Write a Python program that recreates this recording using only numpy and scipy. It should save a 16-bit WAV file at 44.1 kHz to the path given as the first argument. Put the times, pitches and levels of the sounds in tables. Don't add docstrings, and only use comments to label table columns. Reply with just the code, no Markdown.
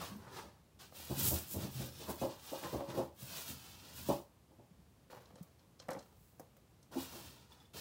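import sys
import numpy as np
from scipy import signal
from scipy.fft import rfft, irfft, next_fast_len
from scipy.io import wavfile
from scipy.ndimage import uniform_filter1d

SR = 44100
rng = np.random.default_rng(int(sys.argv[2]) if len(sys.argv) > 2 else 0)


def unload_audio(sound):
    columns = np.transpose(np.atleast_2d(sound))
    steps = np.round(np.clip(columns, -1, 1) * 32767)
    wavfile.write(sys.argv[1], SR, steps.astype(np.int16))


N = 344188
TIME = np.arange(N) / SR
HIT_SAMPLES = 3 * 2 ** 12
AGE = np.arange(HIT_SAMPLES) / SR


def from_db(db):
    return 10 ** (np.asarray(db) / 20)


def rms_one(x):
    return x / np.sqrt(np.mean(x ** 2) + 1e-20)


def add(track, s, sound):
    at = max(0, round(s * SR))
    track[at:at + len(sound)] += sound[:N - at]


def drift(turns_per_s):
    points = rng.standard_normal(4000)
    return rms_one(np.interp(TIME * turns_per_s, np.arange(len(points)), points))


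def coloured(noise, spectrum):
    hz, db = np.transpose(spectrum)
    size = next_fast_len(N)
    freqs = np.maximum(np.fft.rfftfreq(size, 1 / SR), 1)
    bass_fade = np.minimum(freqs / hz[0], 1) ** 2
    gain = from_db(np.interp(np.log(freqs), np.log(hz), db))
    return rms_one(irfft(rfft(noise, size) * bass_fade * gain, size)[:N])


def keep_range(x, hz, kind, order=2):
    sections = signal.butter(order, np.clip(hz, 10, SR / 2 - 500), kind, fs=SR, output="sos")
    return signal.sosfilt(sections, x)


def resonate(x, notes):
    out = 0
    for hz, width_hz, db in notes:
        decay = np.exp(-np.pi * width_hz / SR)
        feedback = [1, -2 * decay * np.cos(2 * np.pi * hz / SR), decay * decay]
        out = out + from_db(db) * (1 - decay * decay) / 2 * signal.lfilter([1, 0, -1], feedback, x)
    return out


def blow(contact_s, room_fade_s, room_db, tap_db):
    progress = np.minimum(AGE / contact_s, 50)
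    tap = rms_one(1. * (AGE == 0))
    contact = rms_one(rng.standard_normal(HIT_SAMPLES) * progress ** 0.38 * np.exp(-progress))
    room_shape = (1 - np.exp(-progress)) * from_db(-60 * AGE / room_fade_s)
    room = rms_one(rng.standard_normal(HIT_SAMPLES) * room_shape)
    return from_db(tap_db) * tap + contact + from_db(room_db) * room


def balance(ring, edges_hz, levels_db, opening_s):
    opening = np.exp(-(AGE / opening_s) ** 2)
    out = 0
    for low_hz, high_hz, db in zip(edges_hz, edges_hz[1:], levels_db):
        band = keep_range(ring, [low_hz, high_hz], "band", order=3)
        out = out + from_db(db) * band / np.sqrt(np.average(band ** 2, weights=opening))
    return out


def swell(s, length_s, rise_share=0.41, edge_db=-9.5, roundness=1.41):
    since = TIME - s
    away = np.maximum(-since / rise_share, since / (1 - rise_share)) / length_s
    gain, near = np.zeros(N), away < 4
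    gain[near] = from_db(edge_db * away[near] ** roundness)
    return gain


# (frequency [Hz], level [dB])
ROOM_COLOUR = [(15, -66), (25, -69), (55, -1), (99, -0.5), (165, -4.5), (276, -10.5), (382, -14),
               (473, -15), (604, -17), (857, -19.5), (1180, -22.5), (1550, -26.5), (4100, -29.5),
               (4690, -30.5), (15800, -35)]

def room_tone():
    return from_db(-65.5) * coloured(rng.standard_normal(N), ROOM_COLOUR)


# (delay [s], level [dB])
ECHOES = [(.0031, -28), (.0062, -18), (0.0105, -8), (0.018, -18.5)]

def fibres(spectrum, grain_db, catch_db):
    flicks = rng.standard_normal(N) * from_db(grain_db * rng.standard_normal(N) + catch_db * drift(110))
    body_delay_s = 0.0022 + 0.000245 * drift(5)
    heard = flicks + from_db(-5) * np.interp(TIME - body_delay_s, TIME, flicks)
    for delay_s, db in ECHOES:
        add(heard, delay_s, from_db(db) * flicks)
    return coloured(heard, spectrum)


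# (fastest moment [s], length [s], level [dB], fizz offset [dB], rub offset [dB])
GLOVE_STROKES = [(0.027, 0.14, -50, -8, 1.5), (0.273, 0.33, -68.5, -20, 9.5),
                 (0.374, 0.12, -54.5, -10, 3.5), (0.454, 0.14, -70, -13, 3), (0.82, 0.099, -57, -10, -6),
                 (0.967, 0.056, -57, -2, -10), (1.015, 0.15, -54.5, -2.5, -16), (1.12, 0.17, -54, -1.5, -8),
                 (1.205, .1, -45, 3, -25), (1.264, .12, -46.5, 11.5, -10.5), (1.365, .1, -49, 3.5, -13),
                 (1.45, .13, -58.5, -8, -12), (1.525, .1, -56.5, 10.5, -17), (1.628, 0.12, -51, -6, -10),
                 (1.744, 0.091, -61.5, 4.5, -16), (1.808, .16, -51.5, -2.5, -15),
                 (2.016, 0.18, -55.5, -4.5, -17), (2.103, .08, -54.5, 1.5, 4), (2.22, 0.12, -53.5, -2, -10),
                 (2.318, 0.12, -58.5, -9, -2), (2.488, 0.19, -56, -4, -9.5), (2.57, 0.29, -56.5, -3.5, -5),
                 (2.653, 0.073, -53.5, -13, 5.5), (2.728, 0.16, -55.5, -4.5, 0),
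                 (2.903, 0.076, -56, -12, 3), (2.977, 0.12, -55, -4.5, 2.5), (3.222, 0.093, -58, 1, -22),
                 (3.3, 0.15, -55, -1.5, -10), (3.373, 0.15, -49, -2.5, -11), (3.49, 0.13, -52, -0.5, -25),
                 (3.665, 0.39, -58.5, -6.5, -13.5), (3.876, 0.24, -60.5, -11, -7.5),
                 (3.991, 0.15, -54, -2.5, -20), (4.102, 0.12, -50.5, -1.5, -8), (6.936, 0.039, -59, -7, 4),
                 (7.011, 0.13, -51, -3.5, -7), (7.153, 0.23, -55, -5, -8), (7.257, 0.15, -60.5, -7, -11),
                 (7.383, .2, -67, -15, -4), (7.527, 0.067, -65.5, -11, -2), (7.61, 0.13, -72, -10, 2),
                 (7.785, .11, -50.5, -6, -14)]
# (frequency [Hz], level [dB])
SWISH_COLOUR = [(300, -21), (600, 2), (900, -1), (1250, 0.5), (1550, 0.5), (2150, -4.5), (2550, 2.5),
                (2850, 2.5), (3700, 3), (5500, 1), (7500, -4.5), (10000, -6.5), (16000, -32)]
FIZZ_COLOUR = [(3000, -17.5), (6000, -8.5), (7600, -4.5), (9000, -6.5), (12000, -4), (14000, -1),
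               (15600, 1.5)]
RUB_COLOUR = [(150, 5), (300, 0), (520, -3), (720, -1), (880, 2), (1100, 1), (1300, -4.5), (2000, -10),
              (3500, -35)]
RUMBLE_COLOUR = [(25, -17), (50, -85), (66, -16), (78, 5.5), (100, -2), (135, -0.5), (220, -4.5),
                 (400, -12), (800, -32)]
# (time [s], rumble offset from the stroke's level [dB])
LEANING = [(0, -10.5), (.2, 14), (.4, -17), (1.15, -6), (1.26, 6), (1.47, -3), (1.6, 7), (2.2, -0.5),
           (2.5, -14), (3.0, 4), (3.4, -9.5), (4.0, 0.5), (7.1, -6.5), (7.28, 1), (7.8, -7)]
# (set down [s], lifted [s])
GLOVES_DOWN = [(0, .62), (.79, 4.3), (6.914, 7.68), (7.735, 7.8)]

def sweeping():
    swish_power, fizz_power, rub_power = np.zeros((3, N))
    for s, length_s, db, fizz_db, rub_db in GLOVE_STROKES:
        power = (from_db(db) * swell(s, length_s)) ** 2
        swish_power += power
        fizz_power += power * from_db(fizz_db) ** 2
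        rub_power += power * from_db(rub_db) ** 2
    swish = from_db(0.44) * np.sqrt(swish_power) * fibres(SWISH_COLOUR, grain_db=2.0, catch_db=0.98)
    fizz = from_db(6.5) * np.sqrt(fizz_power) * fibres(FIZZ_COLOUR, grain_db=6.5, catch_db=1.14)
    rub = from_db(1.5) * np.sqrt(rub_power) * fibres(RUB_COLOUR, grain_db=0.0, catch_db=1.6)
    weight = from_db(np.interp(TIME, *np.transpose(LEANING)) - 0.5)
    rumble = weight * np.sqrt(swish_power) * coloured(rng.standard_normal(N), RUMBLE_COLOUR)
    on_carpet = sum((TIME >= down) & (TIME < up) for down, up in GLOVES_DOWN)
    touching = uniform_filter1d(1. * on_carpet, size=200)
    return touching * (swish + fizz + rub + rumble)


# (time [s],
# level [dB], pitch [Hz], time to fade 60 dB [s])
ONE_NOTE_HITS = [(0.117, -43, 197.4, 0.23), (0.157, -44, 210, 0.2), (0.163, -61, 12000, 0.1),
                 (1.113, -40, 141, 0.1), (1.326, -30.5, 80, 0.21), (1.562, -33.5, 95.5, 0.16),
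                 (1.754, -39, 128.5, 0.49), (2.225, -34.5, 548, 0.2), (2.525, -42, 538, .32),
                 (2.646, -44, 1042, 0.3), (2.731, -40, 556, 0.28), (2.797, -40.5, 556.5, 0.54),
                 (4.71, -51.5, 176, 0.093), (4.79, -53.5, 171, 0.07), (5.337, -47, 188, 0.057),
                 (5.356, -64, 8100, 0.07), (5.409, -38, 175, 0.076), (6.959, -31.5, 265, 0.21),
                 (6.962, -33.5, 340, 0.15), (6.982, -33.5, 288, 0.037), (7.762, -51, 2765, 0.07)]

def bumps():
    out = np.zeros(N)
    rise = 1 - np.exp(-AGE / 0.0013)
    for s, db, hz, fade_s in ONE_NOTE_HITS:
        add(out, s, rise * from_db(db - 60 * AGE / fade_s) * np.sin(2 * np.pi * hz * AGE))
    return out


# (time [s], strength [dB], padding that adds thud [dB], contact time [s])
FLOOR_KNOCKS = [(.435, -55, -1, 0.017), (1.097, -41, 4, .025), (1.172, -51.5, 11.5, 0.058),
                (1.309, -39.5, 4, 0.024), (1.36, -54.5, 7, 0.019), (1.54, -45.5, 2, 0.068),
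                (1.63, -48, 9.5, 0.034), (1.795, -49, 7, 0.061), (1.997, -53.5, -22, 0.042),
                (2.08, -40, -2.5, 0.022), (2.215, -33, -7, .016), (2.278, -48.5, -6, .013),
                (2.518, -41.5, -17, 0.02), (2.626, -45.5, -11, 0.023), (2.728, -37.5, -4, 0.02),
                (2.787, -42, -13, .021), (2.88, -48, 2.5, 0.024), (2.935, -44, -9, 0.039),
                (2.973, -32, -7, 0.014), (3.222, -60, 15, 0.0075), (3.489, -61.5, 13, 0.063),
                (3.83, -66, 0, 0.076), (4.087, -27.5, -7, .015), (4.507, -63, -4, 0.0046),
                (4.585, -58, -3, .005), (6.908, -59, -9, .014), (6.953, -43, -27, .012),
                (7.125, -53.5, -16, 0.062), (7.745, -52.5, -5, 0.0081)]

def heel_and_palm(palm_after_s=0.011):
    for s, db, padding_db, contact_s in FLOOR_KNOCKS:
        thud_db = db + padding_db
        slap_db = db - 0.2 * padding_db
        yield s, thud_db, db - 2.5, slap_db - 15, 0.67 * contact_s
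        yield s + palm_after_s, thud_db - 14.5, db, slap_db - 9, contact_s


# (pitch [Hz], width [Hz], level [dB])
FLOOR_NOTES = [(80.3, 6.7, -2), (134, 17.3, 1.5), (199.6, 32, -3.5), (271, 60, -1), (334.2, 30.5, 2),
               (437, 83, -6.5), (528, 10.7, 0), (570.6, 10, 0.5), (612, 8.9, -5)]
RATTLE_NOTES = [(640, 310, -15), (837, 46, -0.5), (890, 96, -4.5), (947, 66, -16), (1086, 290, -7.5)]

def knocks():
    out = np.zeros(N)
    for s, thud_db, boards_db, slap_db, contact_s in heel_and_palm():
        boom = resonate(blow(0.48 * contact_s, room_fade_s=0.26, room_db=-4, tap_db=-8.5), FLOOR_NOTES)
        rattle = resonate(blow(0.71 * contact_s, room_fade_s=0.28, room_db=1, tap_db=-11), RATTLE_NOTES)
        add(out, s, balance(boom, [55, 220, 720], [thud_db, boards_db], opening_s=0.017))
        add(out, s, from_db(-2) * balance(rattle, [620, 1120], [slap_db], opening_s=0.022))
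    return from_db(-3) * out


# (time [s], strength [dB], hardness [dB more for each higher band], wait for the first bounce [s])
LANDINGS = [(.923, -57, -1, .022), (.997, -55, -5, .031), (2.636, -52, 8, .007), (2.806, -45, 0, .008),
            (2.903, -55, 7, .006), (5.1, -60, 2, .018), (5.131, -53, 2, .046), (5.172, -55, -1, .012),
            (5.307, -62, 1, .02), (5.358, -58.5, -3, .012), (5.8, -57.5, 1.5, .028), (5.884, -48, -4, .008),
            (5.889, -38.5, -.5, .012), (5.914, -47, 2, .018), (5.949, -48.5, 0, .004),
            (5.964, -47.5, -4, .015), (6.396, -51.5, -4.5, .007), (6.567, -71, 6, .003)]
# (thud [dB], box [dB], clack [dB], bite [dB])
LANDING_BANDS = [-9, -.5, -7.5, -18.5]

def bounces(count=3, gap_share=0.94, first_db=-9.5, next_db=-5.0, spread_db=1.5):
    for s, db, hardness_db, gap_s in LANDINGS:
        levels_db = db + np.array(LANDING_BANDS) + hardness_db * (np.arange(4) - 1)
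        yield s, levels_db
        for k in range(count):
            s += gap_s * gap_share ** k
            chance_db = spread_db * rng.standard_normal(len(levels_db))
            yield s, levels_db + first_db + k * next_db + chance_db


# (pitch [Hz], width [Hz], level [dB])
BOX_NOTES = [(186, 130, 3.5), (300, 91, 0.5), (524, 71, 15.5), (714, 180, 4.5), (1145, 200, 4.5),
             (1520, 130, -9)]

def drops():
    out = np.zeros(N)
    for s, levels_db in bounces():
        hit = blow(contact_s=0.002, room_fade_s=0.19, room_db=-1, tap_db=0)
        ring = resonate(hit, BOX_NOTES) + from_db(-16) * hit
        add(out, s, balance(ring, [100, 350, 1000, 2100, 4500], levels_db, opening_s=0.0053))
    return from_db(2) * out


# (fastest moment [s], length [s], level [dB])
DRAGS = [(1.814, 0.15, -58.5), (1.994, 0.12, -61)]
# (pitch [Hz], width [Hz], level [dB])
DRAG_NOTES = [(3600, 300, -2), (5400, 330, 2), (8500, 150, -5), (11000, 200, -6)]

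def scraping():
    plucks = rng.standard_normal(N) * from_db(4 * drift(150))
    dragging = sum(from_db(db) * swell(s, length_s) for s, length_s, db in DRAGS)
    return dragging * rms_one(resonate(plucks, DRAG_NOTES))


# (time [s], level [dB])
GLOVE_BENDS = [(5.1, -54.5), (5.36, -66), (5.58, -74), (5.81, -66), (5.895, -59), (6.4, -76)]
# (fastest moment [s], length [s], level [dB])
PIECE_SLIDES = [(6.053, 0.069, -74), (6.237, 0.27, -68.5)]

def carrying(rise_s=0.0043, relax_s=0.11):
    # (frequency [Hz], level [dB])
    crackle_colour = [(400, 14.5), (1000, 13.5), (2200, 1), (4500, 0), (9000, -8.5), (15500, -5.0)]
    age = np.arange(SR) / SR
    bending = np.zeros(N)
    for s, db in GLOVE_BENDS:
        add(bending, s, from_db(db) * (1 - np.exp(-age / rise_s)) * np.exp(-age / relax_s))
    crackle = bending * fibres(crackle_colour, grain_db=9.0, catch_db=1.5)
    sliding = sum(from_db(db) * swell(s, length_s) for s, length_s, db in PIECE_SLIDES)
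    return crackle + sliding * coloured(rng.standard_normal(N), FIZZ_COLOUR)


# (time [s], strength [dB], brightness [Hz])
EDGE_TICKS = [(5.105, -59, 6000), (5.257, -55.5, 3820), (5.357, -55, 5870), (5.387, -61, 3900),
              (5.429, -49, 11000), (5.595, -60.5, 4000), (5.794, -53, 4200), (5.800, -43, 4900),
              (5.886, -48, 8400), (5.906, -42, 8000), (5.917, -47, 6000), (5.932, -46, 7400),
              (5.991, -46.5, 5500), (6.026, -58, 6000), (6.397, -46.5, 9400), (6.568, -57, 10500),
              (6.829, -55.5, 6660)]
# (pitch [Hz], width [Hz], level [dB])
SHARD_NOTES = [(2720, 160, -14), (3150, 180, -2), (3220, 130, 5.5), (4200, 270, 8), (5000, 95, 6),
               (5500, 240, 4), (6220, 910, -2), (8400, 1500, -18), (11500, 2000, -30), (15100, 1500, 4.5)]

def ticks(band_octaves=1.4):
    out = np.zeros(N)
    half_band = 2 ** (band_octaves / 2)
    for s, db, hz in EDGE_TICKS:
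        hit = blow(contact_s=0.0037, room_fade_s=0.23, room_db=-7.5, tap_db=-11)
        ring = resonate(hit, SHARD_NOTES) + from_db(-1) * hit
        tick = keep_range(ring, [hz / half_band, hz * half_band], "band", order=3)
        add(out, s - 0.001, from_db(db - 26) * rms_one(tick))
    return out


# (time [s], level [dB])
PART_TOUCHES = [(7.38, -61), (7.44, -77), (7.52, -54), (7.602, -57.5), (7.653, -62)]
# (pitch [Hz], width [Hz], level [dB])
PART_NOTES = [(3470, 62, 7), (5070, 12, 0), (5260, 30, -14), (6940, 25, -23)]

def clinks():
    out = np.zeros(N)
    for s, db in PART_TOUCHES:
        ring = resonate(blow(contact_s=0.0032, room_fade_s=0.36, room_db=-6, tap_db=-5), PART_NOTES)
        add(out, s, from_db(db) * ring / np.abs(ring).max())
    return out


def scene():
    room = room_tone()
    thumps = keep_range(bumps() + knocks(), 57, "high", order=4)
    mix = room + sweeping() + thumps + scraping() + carrying() + drops() + ticks() + clinks()
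    return np.tile(mix, (2, 1))


def record(dry, cutoff_hz=15760):
    return signal.sosfilt(signal.ellip(12, 0.2, 80, cutoff_hz, fs=SR, output="sos"), dry)


dry = scene()
out = record(dry)
unload_audio(out)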